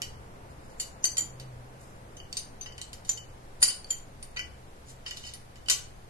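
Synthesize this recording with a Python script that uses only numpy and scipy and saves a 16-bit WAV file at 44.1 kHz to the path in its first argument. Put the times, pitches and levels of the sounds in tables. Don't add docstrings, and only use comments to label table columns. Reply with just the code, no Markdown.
import sys
import numpy as np
from scipy import signal
from scipy.fft import rfft, irfft, next_fast_len
from scipy.io import wavfile
from scipy.ndimage import minimum_filter1d

SR = 44100
rng = np.random.default_rng(int(sys.argv[2]) if len(sys.argv) > 2 else 0)


def invert_db(level):
    return 10 ** (np.asarray(level, dtype=float) / 20)


def inscribe(sig):
    pcm = np.round(np.clip(np.atleast_2d(sig).T, -1, 1) * 32767)
    wavfile.write(sys.argv[1], SR, pcm.astype(np.int16))


N = 268657
WORK_LAG = 7


def at_hz(points, hz):
    points_hz, points_db = np.transpose(points)
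    return np.interp(np.log(hz), np.log(points_hz), points_db)


def in_time(rows):
    s, level_db = np.transpose(rows)
    return np.interp(np.arange(N) / SR, s, level_db)


def rms_one(x):
    return x / np.sqrt(np.mean(x ** 2) + 1e-20)


def bandpass(x, order, low_hz, high_hz):
    sos = signal.butter(order, [low_hz, high_hz], "band", fs=SR, output="sos")
    return signal.sosfilt(sos, x)


def drift(rate_hz):
    r = np.exp(-80 * np.pi * rate_hz / SR)
    slow = signal.lfilter([1], [1, -2 * r, r * r], rng.standard_normal(N // 40 + 2002))[2000:]
    return np.interp(np.arange(N) / 40, np.arange(len(slow)), rms_one(slow))


JAW_TOUCHES = [
    (2.3934, -46, -41, -63, 2.1),
    (2.9312, -52, -18, -33, 0.17),
    (3.619, -33, -55, -21.5, 1.2),
    (3.6263, -15.5, -24.5, 0, 1.46),
    (3.645, -40, -29, -45, 2.4),
    (3.679, -31.5, -24, -27, 2.2),
    (3.927, -50.5, -21, -66, 0.3),
    (4.2269, -46, -25, -31.5, 0.75),
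    (5.3367, -46.5, -21, -24.5, 0.86),
]
HANDLE_TOUCHES = [(2.17, -61.5, -67, -57, 1.9), (2.1999, -48.5, -55, -53, 1.9),
                  (2.6589, -48, -40, -28.5, 0.71), (2.7217, -52, -51, -64, 0.86),
                  (2.7803, -50.5, -19, -34, 0.29), (3.174, -43.5, -39, -55, .6),
                  (5.0627, -38, -28, -28, 0.83), (5.1098, -46, -15, -31, 2.35),
                  (5.239, -50.5, -25, -50, 2.2), (5.5575, -56.5, -29, -53, 0.66),
                  (5.66, -51.5, -29, -50, 0.95), (5.685, -28.5, -13, -25, 0.72)]
NECK_TOUCHES = [
    (0.0188, -45, -4.5, -21, 0.33),
    (1.0536, -25, -22, -50, 0.94),
    (1.3987, -56, -18, -34, .6),
    (2.3277, -39.5, -11, -38, 0.87),
    (2.3689, -31.5, -14.5, -25.5, 0.73),
    (3.684, -28.5, -38, -21.5, .8),
    (3.695, -49.5, -23.5, -27, 0.66),
    (3.8445, -38.5, -19, -55, 3.7),
    (5.2659, -63, -36, -29.5, 0.49),
]
HEAD_TOUCHES = [
    (1.041, -21, -24, -32, 1.43),
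    (1.1697, -35, -12.5, -43, 0.76),
    (2.168, -51, -31, -47, 1.2),
    (2.3745, -42, -13, -50, 1.7),
    (2.611, -44, -20, -32.5, 2.7),
    (3.048, -56, -45, -39, .3),
    (3.094, -30, -36, -41, 2),
    (3.867, -67, -43, -62, 0.68),
    (5.1708, -54, -16, -32, 1.2),
]
SLIDER_TOUCHES = [
    (0.7982, -31, -24, -19.5, 0.89),
    (1.1796, -26, -14, -48, 0.81),
    (1.2071, -35.5, -30, -57, 1.45),
    (3.0921, -31, -11, -22, 2.35),
    (3.6284, -27, -5, -31.5, 0.63),
    (3.6554, -47.5, -8, -19, 1),
    (3.9047, -27.5, -24, -60, 0.97),
    (5.7134, -29.5, 0.5, -21, 1.2),
]
HOSE_END_TOUCHES = [
    (4.3621, -48.5, -34, -26, 0.59),
    (4.3695, -33.5, -29.5, -30, 1.13),
    (4.3923, -35, -19, -40, 0.79),
]
THREAD_TOUCHES = [
    (2.8152, -42, -12.5, -32, 3.3),
    (5.699, -26, 5.5, -10, 0.61),
    (5.7313, -38, -9.5, -27, 0.75),
]
# (jaw ring [dB], handle bend [dB], handle twist [dB], head [dB], slider [dB])
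TO_WRENCH = [
    (2.5, -15.5, -12.5, -16.5, -12),
    (-25, 4, -5.5, -24.5, -16),
    (-14.5, -67, -1.5, -10, -19),
    (-11, -14, -12, 0, -4),
    (-12.5, -37.5, -11.5, -12, 3.5),
    (-29, -5, -10, -12, -22),
    (-31, -1.5, -10, -4.5, 0.5),
]
# (hose end [dB], nut [dB], thread [dB], rim [dB])
TO_FITTING = [
    (-9, -16.5, -12.5, -11),
    (-21.5, -9, -17, -28.5),
    (-38.5, -10, -7, -22),
    (-11.5, -12, -5.5, -8.5),
    (-18.5, -33.5, -8.5, -11.5),
    (1.5, -11, -21, -25),
    (-5.5, -20, 0, -31),
]
# (centre [Hz], t60 [s])
LOOSE_PARTS = [
    (7530, 0.039),
    (3110, 0.064),
    (4738, 0.067),
    (6200, 0.1),
    (7000, 0.095),
    (3550, 0.077),
    (7160, 0.075),
]


def touches():
    places = [JAW_TOUCHES, HANDLE_TOUCHES, NECK_TOUCHES, HEAD_TOUCHES,
              SLIDER_TOUCHES, HOSE_END_TOUCHES, THREAD_TOUCHES]
    place = np.repeat(np.arange(len(places)), [len(rows) for rows in places])
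    s, ring_db, crack_db, clatter_db, aim = np.transpose(np.concatenate(places))
    wrench_db = ring_db[:, None] + aim[:, None] * np.array(TO_WRENCH)[place]
    fitting_db = ring_db[:, None] + aim[:, None] * np.array(TO_FITTING)[place]
    loose_rows = np.column_stack([s, clatter_db, np.array(LOOSE_PARTS)[place]])
    return s, wrench_db, fitting_db, crack_db, loose_rows


def ring(clicks, hz, t60_s):
    r, w = invert_db(-60 / (max(t60_s, .01) * SR)), 2 * np.pi * hz / SR
    return signal.lfilter([0, np.sin(w)], [1, -2 * r * np.cos(w), r * r], clicks + 1e-18)


# (frequency [Hz], level [dB], t60 [s])
WRENCH_MODES = [
    [(9101, -3, .07), (9208, 3, .08), (9273, 4, .1), (9530, -3, .07), (9604, -3, .08)],
    [(2780, -7, .06), (2903, 1, .09), (3000, 2, .14), (3040, 0, .1)],
    [(4250, -7, .07), (4366, -6, .06), (4550, -1, .07), (4620, 4, .11), (4678, 3, .11)],
    [(5870, -8, .05), (6200, 6, .09), (6229, 3, .11)],
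    [(3180, -10, .09), (6700, -9, .07), (6951, -2, .07), (7052, 5, .1), (7080, 5, .11)],
]
FITTING_MODES = [
    [(1470, -3, .05), (1970, 4, .09), (2330, 2, .07), (2520, -3, .06)],
    [(3710, -4, .08), (3950, -4, .08), (5150, 3, .08), (5260, 0, .08), (5420, -2, .08), (5700, 0, .05)],
    [(7645, 3, .08), (7845, -2, .06), (8510, -1, .08), (8614, 3, .08)],
    [(10070, -3, .06), (10930, 3, .1), (11570, -1, .06), (12380, 3, .09), (13022, -1, .06)],
]


def struck(body, at_s, levels_db, rub, rub_db, sustain):
    at = np.round(at_s * SR).astype(int)
    out = np.zeros((2, N))
    chance = rng.standard_normal((len(at), 72))
    modes = [(group, *mode) for group, rows in enumerate(body) for mode in rows]
    for k, (group, hz, level_db, t60_s) in enumerate(modes):
        clicks = invert_db(rub_db + level_db) * rub
        late = (abs(chance[:, 24 + k]) * .0006 * SR).astype(int)
        uneven_db = 2.5 * chance[:, k]
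        sign = np.sign(chance[:, -1 - k])
        clicks[at + late] += invert_db(levels_db[:, group] + level_db + uneven_db) * sign
        tone = ring(clicks, hz, sustain * t60_s)
        lean_db = .7 + .6 * rng.standard_normal()
        lag = WORK_LAG + rng.integers(-4, 5)
        out += [invert_db(lean_db) * np.roll(tone, lag), invert_db(-lean_db) * tone]
    return out


# (frequency [Hz], density [dB per Hz])
CRACK_SPECTRUM = [(400, -25), (900, -41), (2000, -9), (3500, 2), (6000, -2), (9000, -6), (13000, -15)]


def cracks(at_s, peak_db, rub):
    out, t = np.zeros(N), np.arange(400) / SR
    bursts = rng.standard_normal((len(at_s), 400)) * .2 * np.exp(-t / .0012)
    bursts[:, 0] = 1
    for s, level_db, burst in zip(at_s, peak_db, bursts):
        out[round(s * SR):][:400] += invert_db(level_db - 3) * burst
    out = out + invert_db(-11.0) * rub
    hz = np.fft.rfftfreq(4096, 1 / SR) + 1
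    cepstrum = irfft(np.log(invert_db(at_hz(CRACK_SPECTRUM, hz))))
    cepstrum[1:2048] *= 2
    cepstrum[2049:] = 0
    colour = irfft(np.exp(rfft(cepstrum)))[:1024]
    pulse = signal.fftconvolve(out, colour)[:N]
    return np.array([np.roll(pulse, WORK_LAG), invert_db(2.5) * pulse])


def clatter(rows, width, offset_db, ring_db, count):
    out, t = np.zeros((2, N + 8000)), np.arange(8000) / SR
    ring_t, ring_t60_s = t[:3000], .03
    grit = rng.standard_normal((len(rows), 3, 8000)) * rng.exponential(1, (len(rows), 1, 8000))
    lies = rng.uniform(-1, 1, (len(rows), count))
    for (s, level_db, hz, t60_s), (both, left, right), lie in zip(rows, grit, lies):
        burst = np.array([np.roll(both, WORK_LAG) + .7 * left, both + .7 * right])
        burst = burst * invert_db(-60 * t / max(t60_s, .005)) * (1 - np.exp(-t / .0006))
        pitches_hz = hz * width ** (np.linspace(-.6, .8, count) + lie / count)
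        parts = np.sin(2 * np.pi * pitches_hz[:, None] * ring_t).sum(axis=0)
        parts = parts * invert_db(-60 * ring_t / ring_t60_s)
        rung = signal.fftconvolve(burst, [parts / np.linalg.norm(parts)], axes=1)[:, :8000]
        burst = burst + invert_db(ring_db) * rung
        edges_hz = [hz / width, min(hz * width, .45 * SR)]
        burst = signal.lfilter(*signal.butter(2, edges_hz, "band", fs=SR), burst)
        out[:, round(s * SR):][:, :8000] += invert_db(level_db + offset_db) * burst
    return out[:, :N]


# (time [s], level [dB], centre [Hz])
THUDS = [
    (1.041, -36.5, 673),
    (1.181, -38, 726),
    (3.093, -39, 644),
    (3.624, -29, 800),
    (3.679, -38.5, 800),
    (3.906, -46, 700),
    (4.373, -39.5, 590),
    (5.057, -44, 1147),
    (5.697, -30, 1200),
    (5.708, -29.5, 1183),
]


def hand_thuds():
    rows = [(*row, .076) for row in THUDS]
    return clatter(rows, width=2.9, offset_db=-1.0, ring_db=-39, count=6)


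# (hardest [s], level [dB], swell [s], fade [s], centre [Hz])
RUBS = [
    (.51, -60, 0.049, 0.044, 7000),
    (.722, -61, 0.35, 0.082, 7000),
    (1.802, -56.5, 0.019, 0.41, 9600),
    (3.09, -45, 0.035, .005, 6200),
    (4.9, -49, 0.095, 0.041, 6060),
    (5.07, -40, 0.0044, 0.18, 3820),
    (5.172, -45.5, .015, 0.039, 3750),
    (5.275, -40.5, 0.11, 0.072, 4000),
    (5.56, -58, 0.022, 0.087, 4350),
]


def rubbing(per_s, spread_db, width):
    sizes = invert_db(spread_db * np.minimum(rng.exponential(1, N), 4))
    slips = sizes * rng.choice([-1, 1], N) * (rng.random(N) < per_s / SR)
    out, t = np.zeros(N), np.arange(N) / SR
    for s, level_db, swell_s, fade_s, hz in RUBS:
        away = np.maximum((s - t) / max(swell_s, .002), (t - s) / max(fade_s, .002))
        pressure_db = level_db - 33.5 * away
        slip_sound = bandpass(slips, 2, hz / width, min(hz * width, .45 * SR))
        out += invert_db(np.maximum(pressure_db, -200)) * rms_one(slip_sound)
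    return out


# (frequency [Hz], t60 [s])
SHED_T60 = [(700, 0.6), (2000, 0.35), (5000, 0.32), (9000, 0.29), (13000, 0.24)]


def shed(x):
    t, edges_hz = np.arange(SR // 2) / SR, 300 * 2 ** np.arange(0, 6.1, .5)
    white = rng.standard_normal((2, len(t)))
    tail = 0
    for low, high in zip(edges_hz, edges_hz[1:]):
        decay = invert_db(-60 * t / at_hz(SHED_T60, np.sqrt(low * high)))
        tail = tail + bandpass(white, 2, low, high) * decay
    tail = tail * np.clip((t - .002) / 0.00086, 0, 1)
    tail = tail / np.sqrt(np.sum(tail ** 2, axis=1, keepdims=True))
    return signal.fftconvolve(x, tail, axes=1)[:, :N]


# (time [s], level [dB])
HUM_LOAD = [(0.0, -53), (1.02, -63), (1.46, -46.5), (1.91, -59), (1.98, -53.5), (2.49, -60.5),
            (2.73, -53.5), (2.9, -68.5), (2.93, -56.5), (3.36, -55.5), (3.53, -61.5), (4.66, -58.5),
            (4.75, -72), (4.92, -50.5), (5.02, -59.5), (6.09, -58.5)]


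def motor_hum():
    hz = 125.5 + 4.0 * drift(2.9)
    level_db = in_time(HUM_LOAD) + 3.0 + 0.83 * drift(2.5)
    return np.sin(2 * np.pi * np.cumsum(hz) / SR) * invert_db(level_db)


# (time [s], level [dB])
RUMBLE = [
    (0.0, -62),
    (0.08, -45.5),
    (0.42, -62),
    (0.54, -57),
    (4.05, -55.5),
    (4.51, -48.5),
    (4.61, -58.5),
    (5.63, -50.5),
    (6.09, -52),
]


def traffic_rumble():
    level_db = in_time(RUMBLE) + 2.5 * drift(2.9)
    low = bandpass(rng.standard_normal((2, N)), 3, 45, 82)
    return rms_one(low[0] + 0.47 * low[1] * [[1], [-1]]) * invert_db(level_db - 4.0)


def stand_sway():
    return invert_db(-53.0) * rms_one(bandpass(rng.standard_normal(N), 3, 8, 22))


# (frequency [Hz], density [dB per Hz])
AIR_SPECTRUM = [(25, -42), (42, -6.5), (87, -6), (125, -13), (170, -11.5), (304, -16.5), (335, -16),
                (543, -13.5), (584, -15.5), (726, -15.5), (781, -16), (3090, -29), (10600, -35.5),
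                (13500, -40)]
# (frequency [Hz], likeness [1])
PORT_LIKENESS = [(60, 0.93), (130, 0.95), (280, 0.98), (600, 0.31), (1300, 0.51), (2500, 0.043),
                 (5000, 0.053)]


def distant_air():
    size, lag = next_fast_len(N), 17
    hz = np.fft.rfftfreq(size, 1 / SR) + 1
    alike = np.clip(at_hz(PORT_LIKENESS, hz), 0, 1)
    shared, left, right = rfft(rng.standard_normal((3, size)))
    late = np.exp(-2j * np.pi * hz * lag / SR)
    ports = np.sqrt(alike) * shared * [np.ones_like(late), late]
    ports = ports + np.sqrt(1 - alike) * np.array([left, right])
    air = irfft(ports * invert_db(at_hz(AIR_SPECTRUM, hz)), size)[:, :N]
    air = rms_one(air) * invert_db(-53 + np.array([[1.0], [.1]]))
    far = signal.sosfilt(signal.butter(2, 2500, fs=SR, output="sos"), air)
    far_db = 4.5 - 0.77 * np.arange(N) / SR
    return air + (invert_db(far_db) - 1) * far


def scene():
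    s, wrench_db, fitting_db, crack_db, loose_rows = touches()
    rub = rubbing(per_s=900, spread_db=3.5, width=1.8)
    rattle = clatter(loose_rows, width=2.2, offset_db=-23.0, ring_db=-1.0, count=22)
    shaken = rub + invert_db(8) * rattle[1]
    work = struck(WRENCH_MODES, s, wrench_db - 2.0, shaken, rub_db=-42, sustain=.75)
    work += struck(FITTING_MODES, s, fitting_db - 2.5, shaken, rub_db=-40, sustain=.7)
    work += rattle + hand_thuds()
    crack = cracks(s, crack_db, rub)
    reverb = invert_db(-4) * shed(work + invert_db(2.5) * crack)
    background = distant_air() + traffic_rumble() + motor_hum() + stand_sway()
    return work + invert_db(3.0) * crack + reverb + background


def handset_thinning(x, masked_db, tilt_db, faint_db, grain_db):
    frames = signal.stft(x, window="cosine", nperseg=2048)[2]
    bands = frames[:, :1024].reshape(2, 64, 16, -1)
    power = np.mean(abs(bands) ** 2, axis=(0, 2)) + 1e-20
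    level_db = 10 * np.log10(power)
    band = np.maximum(np.arange(64), 7)
    loudest_db = -minimum_filter1d(-level_db[band], size=9, axis=0, origin=1)
    reach_db = masked_db - tilt_db * np.log2(band / 16)[:, None]
    reach_db = reach_db + 3.0 * rng.standard_normal(level_db.shape)
    usual_db = signal.medfilt(level_db, [9, 1])
    unmasked = level_db > loudest_db - reach_db
    stands_out = level_db > usual_db - faint_db
    busy = usual_db > np.median(level_db, axis=1, keepdims=True) + faint_db
    kept = unmasked & (stands_out | busy)
    kept[:9] = True
    grain = rng.standard_normal(bands.shape) + 1j * rng.standard_normal(bands.shape)
    bands = bands + invert_db(grain_db) * grain * np.sqrt(power)[:, None]
    bands = bands * np.where(kept, 1, .02)[:, None]
    frames[:, :1024] = bands.reshape(2, 1024, -1)
    return signal.istft(frames, window="cosine", nperseg=2048)[1][:, :N]


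def low_pass(x):
    return signal.sosfilt(signal.butter(12, 14080, fs=SR, output="sos"), x)


def record(dry):
    cut = signal.sosfilt(signal.cheby2(16, 60, 13600, fs=SR, output="sos"), dry)
    thinned = handset_thinning(cut, masked_db=14.5, tilt_db=1.5, faint_db=1.3, grain_db=-27)
    return low_pass(np.clip(thinned, -1, 1))


dry = scene()
out = record(dry)
inscribe(out)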